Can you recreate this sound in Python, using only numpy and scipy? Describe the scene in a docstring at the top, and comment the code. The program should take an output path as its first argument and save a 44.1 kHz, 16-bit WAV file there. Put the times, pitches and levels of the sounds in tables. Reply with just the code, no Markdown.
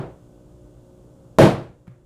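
"""The ring of a knock dies away in a kitchen, over the steady hum of a mains-driven appliance.
Then a metal coffee filter holder is knocked hard on the bar of a steel knock box: the contact
cracks, the box rings and the room answers. The holder's rim then taps the box lightly.
The hard knock overloads the recorder, whose gain control then holds the hum down."""
import sys
import numpy as np
from scipy import signal
from scipy.fft import irfft
from scipy.io import wavfile
from scipy.ndimage import uniform_filter1d

SR = 44100
rng = np.random.default_rng(int(sys.argv[2]) if len(sys.argv) > 2 else 0)


def generate_wav(signal):
    """Clip the signal to [-1, 1] and save it as 16-bit WAV at the path in sys.argv[1]."""
    frames = np.transpose(np.atleast_2d(signal))
    scaled = np.clip(frames, -1, 1) * 32767
    pcm = np.round(scaled).astype(np.int16)
    wavfile.write(sys.argv[1], SR, pcm)


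N = 90449
HIT_TIME = np.arange(round(.8 * SR)) / SR  # s since contact, for one hit and its tail


def amp(db):
    return 10 ** (np.asarray(db) / 20)


def unit_rms(x):
    return x / np.sqrt(np.mean(x ** 2) + 1e-20)


def curve_at(points, hz):
    """Joins points by straight lines on a log-frequency axis."""
    f, value = np.transpose(points)
    return np.interp(np.log(hz + 1), np.log(f + 1), value)


def place(mix, start_s, sound):
    """Mixes a sound in at its cue, which may lie before the start."""
    at = round(start_s * SR)
    sound = sound[max(-at, 0):]
    part = mix[max(at, 0):][:len(sound)]
    part += sound[:len(part)]


def noise(colour, size):
    """Noise of rms 1: the colour sets only its tonal balance."""
    hz = np.fft.rfftfreq(size, 1 / SR)
    phases = np.exp(2j * np.pi * rng.random(len(hz)))
    return unit_rms(irfft(amp(curve_at(colour, hz)) * phases, size))


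# Colour of the room tone: (f/Hz, level/dB)
ROOM_COLOUR = [(20, -12), (32, -14), (50, 4.5), (85, -9.5), (130, 1), (220, -10), (500, -14), (800, -21),
               (1250, -28), (1800, -39), (2400, -41.5), (3200, -38), (4300, -41.5), (5800, -40),
               (7000, -36.5), (9500, -41), (12000, -46.5), (15500, -49)]
def room_tone():
    """A faint, bass-heavy rush under everything."""
    return amp(-51) * noise(ROOM_COLOUR, N)


# Body of the hum: (multiple of the mains frequency, rms level/dB)
HUM_HARMONICS = [(1, -61), (2, -57.5), (3, -62.5), (4, -66.5), (5, -59.5), (6, -59.5), (7, -71), (8, -67.5),
                 (9, -62.5), (10, -65.5)]
# Thin whine on top: (f/Hz, rms level/dB)
WHINE_TONES = [(1502, -84.5), (2783, -91), (3435, -88.5), (6858, -97)]
def appliance_hum(mains_hz=59.8, waver_depth=.25, waver_max_hz=4.99):
    """Mains harmonics and a whine, each tone wavering in level on its own."""
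    t, out = np.arange(N) / SR, np.zeros(N)
    harmonics = [(round(k) * mains_hz, db) for k, db in HUM_HARMONICS]
    for hz, db in harmonics + WHINE_TONES:
        rates, phases = rng.random((2, 8, 1))
        waver = unit_rms(np.sin(2 * np.pi * (waver_max_hz * rates * t + phases)).sum(0))
        tone = np.sqrt(2) * np.sin(2 * np.pi * (hz * t + rng.random()))
        out += amp(db) * (1 + waver_depth * waver) * tone
    return out


# Reverb time of the kitchen: (f/Hz, t60/s)
KITCHEN_DECAY = [(60, .7), (210, 0.39), (560, .36), (1470, 0.38), (3880, .36), (10200, 0.32), (15000, .26)]
def kitchen_reverb(colour, t, predelay_s=.005, build_s=.041):
    """Reflections of a short burst build up, and each band dies at its own speed."""
    hz, age, bands = signal.stft(noise(colour, len(t)), SR, nperseg=512)
    decay = amp(-60 * age / curve_at(KITCHEN_DECAY, hz)[:, None])
    tail = signal.istft(bands * decay, SR)[1][:len(t)]
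    return tail * np.sqrt(np.clip((t - predelay_s) / build_s, 0, 1))


def box_ring(modes, t, attack_s):
    """The box's modes: dying sines that swell while the contact lasts."""
    phases = rng.random(len(modes))
    sines = sum(amp(db - 60 * t / t60) * np.sin(2 * np.pi * (hz * t + phase))
                for (hz, db, t60), phase in zip(modes, phases))
    return np.minimum(t / attack_s, 1) * sines


# Cues for the rim touching the box: (t/s, thud level/dB, tick level/dB)
TAP_CUES = [(1.8705, -42, -48.5), (1.878, -31, -41.5)]
# Colour of the tick: (f/Hz, level/dB)
TICK_COLOUR = [(200, -8), (700, -2), (1300, 5), (2000, 1), (3000, -8.5), (4500, -18), (8000, -22),
               (15000, -27)]
# Thud of the box rocking on the counter: (f/Hz, level/dB, t60/s)
THUD_MODES = [(121.7, 0, 0.27), (139.5, -0.5, 0.25), (168, 2, .08)]
def rim_taps(tick_t60_s=.03, reverb_db=-11):
    """The rim ticks against the box, which answers with a low thud."""
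    t, out = HIT_TIME, np.zeros(N)
    for start_s, thud_db, tick_db in TAP_CUES:
        tick = amp(-60 * t / tick_t60_s) * noise(TICK_COLOUR, len(t))
        reverb = amp(reverb_db) * kitchen_reverb(TICK_COLOUR, t)
        thud = box_ring(THUD_MODES, t, attack_s=.0026)
        place(out, start_s, amp(thud_db) * thud + amp(tick_db) * (tick + reverb))
    return out


# Cues for the holder hitting the bar: (t/s, ring level/dB, crack level/dB, low-pass f/Hz)
KNOCK_CUES = [(-0.04, -21.5, -21.5, 1330), (1.386, 0, 0, 11950), (1.4215, -2.5, -4.5, 5000),
              (1.596, -28.5, -36, 9000)]
# Ring of the steel box with the holder on it: (f/Hz, level/dB, t60/s)
BOX_MODES = [(101, -18, .45), (120.8, -10, .5), (139.3, -4, 0.29), (167.1, -5.5, 0.27), (202.3, -8, .28),
             (240.3, -12.5, 0.22), (334.9, -6, .3), (379.6, -6, .33), (447, -13, .3), (489.7, -10, .31),
             (549, -9, .3), (645.2, -4.5, .24), (823, -13.5, .27), (3145, -32.5, .28)]
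# Colour of the contact's crack: (f/Hz, level/dB)
CRACK_COLOUR = [(30, -22.5), (120, -1.5), (600, 8.5), (1000, -0.5), (1500, -5), (2500, -19), (4500, -18),
                (10000, -26.5), (15500, -33)]
# Colour of a knock as the kitchen returns it: (f/Hz, level/dB)
REVERB_COLOUR = [(25, -23), (70, -14), (120, -2.5), (250, -1), (600, -1), (1000, -10), (2000, -19),
                 (4200, -25.5), (6000, -32), (11000, -34.5), (15500, -44.5)]
def holder_knocks(crack_trim_db=-6, crack_t60_s=.05, reverb_db=-.5, low_cut_hz=28):
    """Each blow cracks, rings the box and fills the kitchen; a soft contact is duller."""
    t, out = HIT_TIME, np.zeros(N)
    for start_s, ring_db, crack_db, lowpass_hz in KNOCK_CUES:
        crack = amp(crack_trim_db - 60 * t / crack_t60_s) * noise(CRACK_COLOUR, len(t))
        ring = box_ring(BOX_MODES, t, attack_s=.003)
        reverb = amp(reverb_db) * kitchen_reverb(REVERB_COLOUR, t)
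        blow = amp(ring_db) * ring + amp(crack_db) * (crack + reverb)
        pole = np.exp(-2 * np.pi * lowpass_hz / SR)
        place(out, start_s, signal.lfilter([1 - pole], [1, -pole], blow))
    return signal.sosfilt(signal.butter(2, low_cut_hz, "high", fs=SR, output="sos"), out)


def scene():
    """Knocks and taps over the bed of room tone and hum, in mono."""
    return (holder_knocks() + rim_taps() + room_tone() + appliance_hum())[None]


def record(dry):
    """Gain control ducks at once and keeps sinking slowly; peaks clip softly; the top end is cut."""
    threshold_db, ratio, held_climb_db_per_s, window_s = -6, 8, 4.5, .008
    clip_knee, high_cut_hz = .7, 15550
    power = uniform_filter1d(dry[0] ** 2, round(window_s * SR))
    level_db = 10 * np.log10(abs(power) + 1e-12)
    climb_db = np.arange(N) / SR * held_climb_db_per_s
    held_db = np.maximum.accumulate(level_db - climb_db) + climb_db  # the held peak creeps upward
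    over_db = np.maximum(held_db - threshold_db, 0)
    ducked = dry * amp(-(1 - 1 / ratio) * uniform_filter1d(over_db, size=128))
    core = np.clip(ducked, -clip_knee, clip_knee)
    rounded = core + (1 - clip_knee) * np.tanh((ducked - core) / (1 - clip_knee))
    high_cut = signal.firwin(511, high_cut_hz, window=("kaiser", 9), fs=SR)
    return signal.oaconvolve(rounded, high_cut[None], "same")


dry = scene()
out = record(dry)
generate_wav(out)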